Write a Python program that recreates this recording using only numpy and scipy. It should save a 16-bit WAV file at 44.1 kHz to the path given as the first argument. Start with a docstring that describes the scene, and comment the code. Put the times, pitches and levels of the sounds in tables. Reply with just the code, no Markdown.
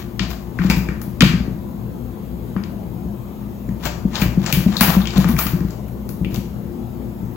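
"""Cat pawing at a plastic bin

A tiled kitchen, the phone's microphones a few steps from a half-empty storage bin that a cat paws at.
Soft pads drum the bin: short swells of its lowest mode, each with a jolt that rings floor and room.
Claws tick on it (bursts of tiny contacts through the plastic's modes) and drag down it (stick-slip grains).
The hard room rings on after each touch; behind, an appliance hums (sines and narrow noise)
and the house rumbles and hisses (patchy coloured noise)."""
import sys
import numpy as np
from scipy import signal
from scipy.fft import rfft, irfft
from scipy.io import wavfile
from scipy.ndimage import uniform_filter1d

SR = 44100
rng = np.random.default_rng(int(sys.argv[2]) if len(sys.argv) > 2 else 0)


def dump_mix(stems):
    """Bounce the given channels to the path in sys.argv[1] as a 16-bit WAV at rate SR."""
    frames = np.atleast_2d(stems).T  # one column per channel
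    limited = np.clip(frames, -1, 1)  # hard clip at full scale
    pcm = np.round(limited * 32767).astype(np.int16)
    wavfile.write(sys.argv[1], SR, pcm)


N = 324576


def amp(db):
    """Decibels to amplitude."""
    return 10 ** (np.asarray(db) / 20)


def evened(x):
    """Scales x to an rms of 1."""
    return x / np.sqrt(np.mean(x ** 2) + 1e-20)


def read(points, hz):
    """Reads a curve of (frequency, value) points along log frequency."""
    f, value = np.transpose(points)
    return np.interp(np.log(hz + 1), np.log(f + 1), value)


def add(mix, start_s, sound):
    """Lays a sound into the mix from start_s on, cut at the end."""
    part = mix[..., round(start_s * SR):][..., :sound.shape[-1]]
    part += sound[..., :part.shape[-1]]


def coloured(x, spectrum):
    """Shapes x by a spectrum in dB."""
    gain = amp(read(spectrum, np.fft.rfftfreq(x.shape[-1], 1 / SR)))
    return irfft(rfft(x) * gain, x.shape[-1])


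def ring(x, hz, width_hz):
    """One damped resonance of about unit gain at its peak; a wider one dies sooner."""
    pole = np.exp((2j * np.pi * hz - np.pi * width_hz) / SR)
    return 2 * signal.lfilter([1 - abs(pole)], [1, -pole], x).real


# Phase by which the left port leads the right: (frequency [Hz], lead [rad])
PORT_LEAD = [(400, .1), (700, .8), (1000, .2), (1500, -1.1), (2800, -.9), (4200, -2.4), (5200, -2.8),
             (6000, 0)]


def ports(a, b, likeness, lean):
    """Two microphone ports: the left hears a, the right a share of a and the rest from b, shifted in phase."""
    hz = np.fft.rfftfreq(N, 1 / SR)
    share = np.clip(read(likeness, hz), -1, 1)
    tilt = amp(read(lean, hz) / 2)
    left = rfft(a)
    right = share * left + np.sqrt(1 - share ** 2) * rfft(b)
    right = right * np.exp(-1j * read(PORT_LEAD, hz))
    return irfft(np.array([left * tilt, right / tilt]) * 2 / (tilt + 1 / tilt), N)


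# Colour of the house's rumble and hiss: (frequency [Hz], density [dB per Hz, relative])
HOUSE_AIR = [(20, -63), (50, -1), (100, -6.5), (200, -5), (340, -11), (650, -20), (1000, -24), (1600, -35),
             (4000, -41), (5800, -46), (6800, -43), (8800, -52), (12000, -41.5), (15300, -38.5)]
AIR_DB = -39.5  # rms into the ports


def house_air():
    """Rumble and hiss: noise whose level is patchy over time and frequency, one draw for each port."""
    frames, hz = N // 512 + 5, np.fft.rfftfreq(2048, 1 / SR)
    re, im, patch = rng.standard_normal((3, 2, frames, 1025)).swapaxes(2, 3)
    patch = uniform_filter1d(patch[0], size=9, axis=0)
    patch = evened(uniform_filter1d(patch, size=9, axis=1))
    level_db = read(HOUSE_AIR, hz)[:, None] + 1.84 * patch
    noise = signal.istft((re + 1j * im) * amp(level_db), nperseg=2048, noverlap=1536)[1]
    return amp(AIR_DB) * evened(noise[:, :N])


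# Lines of the appliance's hum: (frequency [Hz], level before the steady and wavering shares [dB])
HUM_LINES = [(59.5, -39.5), (119.5, -37), (172, -40.5), (205, -37.5), (241, -41), (347, -43.5)]
WAVER_WIDTH_HZ = 14.8


def appliance_hum():
    """Each hum line is a steady sine plus noise rung twice at its pitch, so its level wavers."""
    hum, t = np.zeros((2, N)), np.arange(N) / SR
    for hz, db in HUM_LINES:
        steady = np.sqrt(2) * np.sin(2 * np.pi * (hz * t + rng.random()))
        waver = ring(rng.standard_normal((2, N)), hz, WAVER_WIDTH_HZ)
        waver = evened(ring(waver, hz, WAVER_WIDTH_HZ))
        hum += amp(db) * (0.32 * steady + 0.43 * waver)
    return hum


# How long the hard room rings: (frequency [Hz], time to fall 60 dB [s])
ROOM_T60 = [(100, 0.32), (400, 0.7), (1000, 0.68), (3000, 0.4), (6000, 0.49), (13000, 0.34)]


def room(x):
    """Two unrelated tails of sparse random echoes, each band dying at its own speed."""
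    echoes = np.zeros((2, SR))
    at = np.arange(200, SR - 20, 20) + rng.integers(0, 20, (2, (SR - 201) // 20))
    np.put_along_axis(echoes, at, rng.choice([-1., 1.], at.shape), 1)
    echoes *= 1 - 0.45 * np.exp(-np.arange(SR) / SR / 0.0032)  # they take a few ms to build up
    hz, t, z = signal.stft(echoes, SR, nperseg=256)
    decay = amp(-60 * t / read(ROOM_T60, hz)[:, None])
    tail = signal.istft(z * decay, SR, nperseg=256)[1]
    return signal.fftconvolve(x[None], tail / np.linalg.norm(tail[0]), axes=1)[:, :N]


# Modes of the bin's plastic, rung by drags and taps: (frequency [Hz], width [Hz], level [dB])
WALL_MODES = [(480, 250, 4), (750, 300, 4), (1195, 260, 5), (1550, 260, 4), (1850, 260, 4), (2400, 300, 6),
              (2850, 300, 6), (3200, 350, 5), (3700, 450, 3), (4300, 500, 2.5), (5000, 450, 2.5)]
# Colour of the dull rub: (frequency [Hz], density [dB per Hz, relative])
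RUB_COLOUR = [(240, -14), (400, -4), (819, 3.5), (1630, -2.5), (1840, -2), (3430, -6.5), (5010, -14),
              (7400, -11), (9000, -64), (11700, -62), (19800, -120)]
# Colour of the bright fizz: (frequency [Hz], density [dB per Hz, relative])
FIZZ_COLOUR = [(7500, -57), (9000, -13), (11000, -8.5), (13000, 0.5), (15500, 4.5), (20000, 17)]
# Paws dragging down the wall: (time of hardest pressure [s], rub level [dB], fizz over rub [dB],
# time to press [s], time to let go [s])
STROKES_DOWN = [(0.0, -44.5, 8, .02, 0.11), (0.224, -36.5, -18, 0.017, 0.071),
                (0.312, -42.5, 10, 0.071, 0.1), (0.648, -38.5, 0, 0.11, 0.16),
                (0.703, -24, 4, 0.011, 0.048), (0.77, -43.5, 14.5, 0.066, 0.15),
                (3.863, -26.5, 2, 0.063, 0.056), (4.168, -31, -13, 0.092, 0.099),
                (4.223, -29.5, 10.5, 0.062, 0.091), (4.471, -37, 1, 0.18, 0.36),
                (4.53, -53, 32, 0.02, 0.21), (4.75, -39.5, -16, 0.26, 0.23),
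                (4.833, -26, 12.5, 0.074, 0.28), (5.176, -31.5, -6, 0.073, 0.17),
                (5.288, -34, 9, .02, 0.099), (5.395, -31.5, 19.5, 0.036, 0.2), (5.7, -52.5, 7, 0.2, 0.18),
                (6.35, -47.5, 11, 0.13, 0.19)]
LIFT_DB = -33  # how far a stroke rises and falls over those times
JUDDER_DB, JUDDER_S = 3.0, .008  # rms swing and smoothing time of the grip


def drags():
    """Fur and claws stick and slip: dense uneven grains, partly ringing the wall; strokes press and let go."""
    slips = rng.standard_normal((2, N)) * amp(5.1 * np.minimum(rng.exponential(1, (2, N)), 4))
    slips[0] *= 1 + 2.65 * (rng.random(N) < 300 / SR)  # a claw catches, some 300 times a second
    rub = evened(coloured(slips[0], RUB_COLOUR))
    wall = evened(sum(amp(db) * ring(slips[0], hz, width) for hz, width, db in WALL_MODES))
    rub = evened(rub + 0.27 * wall)
    fizz = evened(coloured(slips[1], FIZZ_COLOUR))
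    t = np.arange(N) / SR
    rub_press, fizz_press = np.zeros((2, N))
    for s, db, fizz_db, press_s, release_s in STROKES_DOWN:
        away = np.where(t < s, (s - t) / press_s, (t - s) / release_s)
        press = amp(db + LIFT_DB * np.minimum(away, 4))
        rub_press += press
        fizz_press += amp(fizz_db) * press
    # the grip comes and goes along a stroke
    grip = evened(uniform_filter1d(rng.standard_normal(N), size=round(JUDDER_S * SR)))
    return rub_press * amp(JUDDER_DB * grip) * rub + fizz_press * fizz


# Claws striking: (time [s], knock level [dB], spot struck [Hz], spread [octaves, at least 0.15 is used],
# tick over knock [dB], fizz over knock [dB])
CLAW_TAPS = [(0.193, -0.6, 2930, 1.3, -14.5, -50), (0.303, -24, 1310, 0.93, 3, -35),
             (0.587, -5, 1610, 0.53, -40, -50), (0.616, -12, 1450, 1.05, -26, -47),
             (0.699, 4, 2430, 0.17, -13.5, -30), (0.712, -9.5, 5150, 0.12, -11, -25),
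             (0.886, -8, 1740, 0.49, -19.5, -39), (1.015, -20.5, 1090, 1.3, -3.5, 12),
             (1.206, 11.5, 2640, 0.73, -11.5, -51), (1.219, 9.5, 2080, 1.1, -31, -9.5),
             (2.563, -11.5, 1150, 0.9, -41, -50), (2.636, -19.5, 1880, 1.3, -10, -40),
             (3.689, -25.5, 1770, 0.26, -12, -15), (3.853, -5.5, 1440, 1.3, -4, -50),
             (4.154, -5, 4300, 0.55, -13, -50), (4.216, -2, 2430, 0.36, -11.5, -44),
             (4.461, -7.5, 2200, 1, 0.5, -48), (4.525, 3.5, 2600, 0.6, -7, 3.5),
             (4.719, -23, 2800, .9, -14, -39), (4.767, -1, 4000, 0.12, -8.5, -8),
             (4.808, 12, 1530, 1.3, -12, 5), (5.015, -14, 3700, 0.23, -21, -40),
             (5.054, -9, 2800, 0.31, -13, -50), (5.071, -6.5, 2760, 0.59, -6.5, -42),
             (5.105, -15, 4200, 0.56, -13, -40), (5.16, -14, 2630, 0.82, -23, -33),
             (5.178, -14, 3700, 0.5, -2, 11), (5.242, -4.5, 1080, 1.1, -14, -44),
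             (5.287, -9.5, 1240, 0.95, -23, 7.5), (5.321, -27, 1640, .7, -8, 12),
             (5.364, -9, 1690, 0.62, -14.5, -25), (5.388, 1.5, 1450, 1.05, -8.5, 5),
             (5.466, -5.5, 1540, 1.2, -8, -29), (5.604, -20.5, 1380, .65, -9, -32),
             (5.705, -28.5, 1080, .85, 4.5, -12), (5.882, -31.5, 1050, 1.1, -14, 9),
             (6.09, -24, 1130, 1.3, 0, 15), (6.246, -12, 2570, 0.29, -38, -50),
             (6.343, -19.5, 3870, 1.3, -1, 10.5), (6.358, -17, 2860, 0.5, -3, -27)]
FAR_DB = -21.5  # level of the modes far from the spot struck
CONTACT_S, BITE_S = .003, .0012  # the burst's decay constant and rise
CLICK = 3.4  # height of the click added to the burst


def taps():
    """A click and a burst of tiny contacts ring the modes near the spot struck and spray treble.
    Row 0 goes straight to the microphone. The room hears all sides of the bin at once,
    so row 1, which feeds it, is the plain click, evener in colour."""
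    out, t = np.zeros((2, N)), np.arange(2048) / SR
    tick_band = signal.butter(6, [4200, 7700], "band", fs=SR, output="sos")
    fizz_band = signal.butter(5, 11000, "high", fs=SR, output="sos")
    burst_shape = np.minimum(t / BITE_S, 1) * np.exp(-t / CONTACT_S)
    bursts = rng.standard_normal((len(CLAW_TAPS), 3, 2048)) * burst_shape
    click = 1. * (np.arange(2048) == round(BITE_S * SR))
    strikes = np.stack([bursts + CLICK * click, 0 * bursts + click], axis=2)
    for (s, db, spot_hz, spread, tick_db, fizz_db), strike in zip(CLAW_TAPS, strikes):
        knock = np.zeros((2, 2048))
        for k, (hz, width, mode_db) in enumerate(WALL_MODES):
            octaves = np.log2(hz / spot_hz)
            near_db = max(-6 * (octaves / max(spread, .15)) ** 2, FAR_DB)
            knock += (-1) ** k * amp(mode_db + near_db) * ring(strike[0], hz, width)
        tick = signal.sosfilt(tick_band, strike[1])
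        fizz = signal.sosfilt(fizz_band, strike[2])
        # the fizz beams away: weaker on the direct path than into the room
        beamed_db = np.array([[fizz_db - 6.0], [fizz_db]])
        tap = np.zeros((2, 2048))
        for part, part_db in ((knock, 0), (tick, tick_db), (fizz, beamed_db)):
            tap += amp(part_db) * part / np.linalg.norm(part, axis=1, keepdims=True)
        add(out, s, amp(db) * tap)
    return out


# Pads drumming the wall: (time [s], level of the push [dB], wall pitch [Hz], push length [ms])
PAD_THUDS = [(0.204, -21.5, 179, 14), (0.592, -18.5, 174, 24), (0.647, -12.5, 180, 9.8),
             (0.7, -11.5, 193, 6.9), (0.771, -16, 174, 11), (0.889, -20, 182, 8.2), (1.079, -30, 178, 5.4),
             (1.209, -12.5, 239, 12), (1.227, -0.5, 174.3, 6.8), (1.257, -21, 183, 7.5),
             (1.336, -19.5, 178.3, 16), (1.402, -24, 196, 16), (1.478, -20, 188, 6.9),
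             (2.561, -18.5, 196, 12), (2.739, -34, 208, 17), (3.057, -24.5, 183, 9.9),
             (3.687, -21, 194, 9.7), (3.854, -24, 154, 8.9), (4.051, -12.5, 193, 7.6),
             (4.22, -10.5, 170, 6.5), (4.259, -15, 169, 6.7), (4.374, -10, 175.4, 8.3),
             (4.531, -15, 136, 9.5), (4.572, -12.5, 172, 12), (4.663, -7.5, 201.5, 7.8),
             (4.809, -8.5, 204, 8.8), (4.879, -14, 168, 16), (4.968, -7, 191, 9.8), (5.16, -16.5, 180, 16),
             (5.18, -6.5, 171.6, 9.2), (5.25, -13.5, 168.2, 20), (5.292, -16, 225, 13.8),
             (5.339, -17.5, 166.5, 11), (5.459, -22.5, 170, 6.9), (5.534, -15, 169.7, 15.7),
             (5.607, -19, 180, 8.9), (5.649, -22.5, 191, 7.1), (6.213, -19.5, 178, 12.4),
             (6.266, -26, 187, 15), (6.328, -28.5, 136, 11), (6.378, -22, 206, 10.3),
             (7.23, -32, 193, 13.5)]
# Low modes of floor and room: (frequency [Hz], width [Hz], level [dB])
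FLOOR_MODES = [(59.9, 3.6, 18.5), (114.4, 6.7, 13.5), (257, 67, 6.5), (325.4, 36, 9.5), (410, 620, 4)]
JOLT_DB, JOLT_PER_DB = -17, 0.48  # the jolt into the floor for a 0 dB push, and how it grows with the push
JOLT_S, JOLT_LAG_S = 0.0016, 0.0016  # the jolt's time to peak, and its start after the push


def thuds():
    """Each soft push swells the wall's lowest mode for a few cycles and jolts the floor."""
    wall, floor, t = np.zeros(N), np.zeros(N), np.arange(6000) / SR
    v = t / JOLT_S
    jolt = (v * np.exp(1 - v)) ** 3
    for (s, db, hz, ms), sign in zip(PAD_THUDS, rng.choice([-1, 1], len(PAD_THUDS))):
        u = t / (ms / 1000)
        swell = u * np.exp((1 - u ** 2) / 2)
        add(wall, s - JOLT_LAG_S, amp(db) * swell * np.sin(2 * np.pi * hz * t))
        add(floor, s, amp(JOLT_DB + JOLT_PER_DB * db) * sign * jolt)
    return wall, sum(amp(db) * ring(floor, hz, width) for hz, width, db in FLOOR_MODES)


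# Left-right likeness of the house, the direct sound and the room's answer: (frequency [Hz], likeness [-1 to 1])
LIKE_HOUSE = [(100, 1), (260, 0.6), (500, 1), (1100, 0.014), (5900, 0.034), (6300, 0.69), (9000, 1)]
LIKE_DIRECT = [(260, 1), (600, 0.28), (2500, 0.94), (4000, 0.083), (6000, 0.79), (9000, 0.86)]
LIKE_ROOM = [(150, 1), (300, 0.94), (600, 0.51), (2500, 0.17), (5000, 0.9), (9000, 1)]
# Left port over right, for the house and for the bin: (frequency [Hz], level difference [dB])
LEAN_HOUSE = [(60, 7), (110, 12), (200, 4.5), (380, 12), (700, 15), (1290, 9), (2380, 1.4), (4400, 2.7),
              (8120, 1.6), (15000, 5.1)]
LEAN_BIN = [(60, 4.5), (110, 6.2), (200, 5.2), (380, 8.5), (700, 14), (1290, 11.5), (2380, 1.7),
            (4400, 20.5), (8120, 7.8), (15000, 13.6)]


def scene():
    """The house behind, the bin direct to the ports, and the room's answer to it."""
    (pads, boom), (claws, all_sides), rubs = thuds(), taps(), drags()
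    low = pads + boom
    wet = amp(-6.0) * room(low) + amp(-3.0) * room(all_sides) + amp(-7.0) * room(rubs)
    near = low + rubs + claws
    late = np.roll(near, 9)  # part reaches the right port 9 samples later, round the phone's body
    direct = ports(near, late, LIKE_DIRECT, LEAN_BIN)
    answer = ports(*wet, LIKE_ROOM, LEAN_BIN)
    return direct + answer + ports(*(house_air() + appliance_hum()), LIKE_HOUSE, LEAN_HOUSE)


EDGE_HZ = 15900  # upper band limit


def record(dry):
    """The microphone drops the deepest bass, the input stage rounds off the loudest peaks; then the band limit."""
    bass_cut = signal.butter(2, 38, "high", fs=SR, output="sos")
    heard = amp(6.5) * signal.sosfilt(bass_cut, dry)
    soft = .95 * np.tanh(heard / .95)
    band_limit = signal.firwin(511, EDGE_HZ, window=("kaiser", 9), fs=SR)
    return signal.oaconvolve(soft, band_limit[None], "same")


dry = scene()
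out = record(dry)
dump_mix(out)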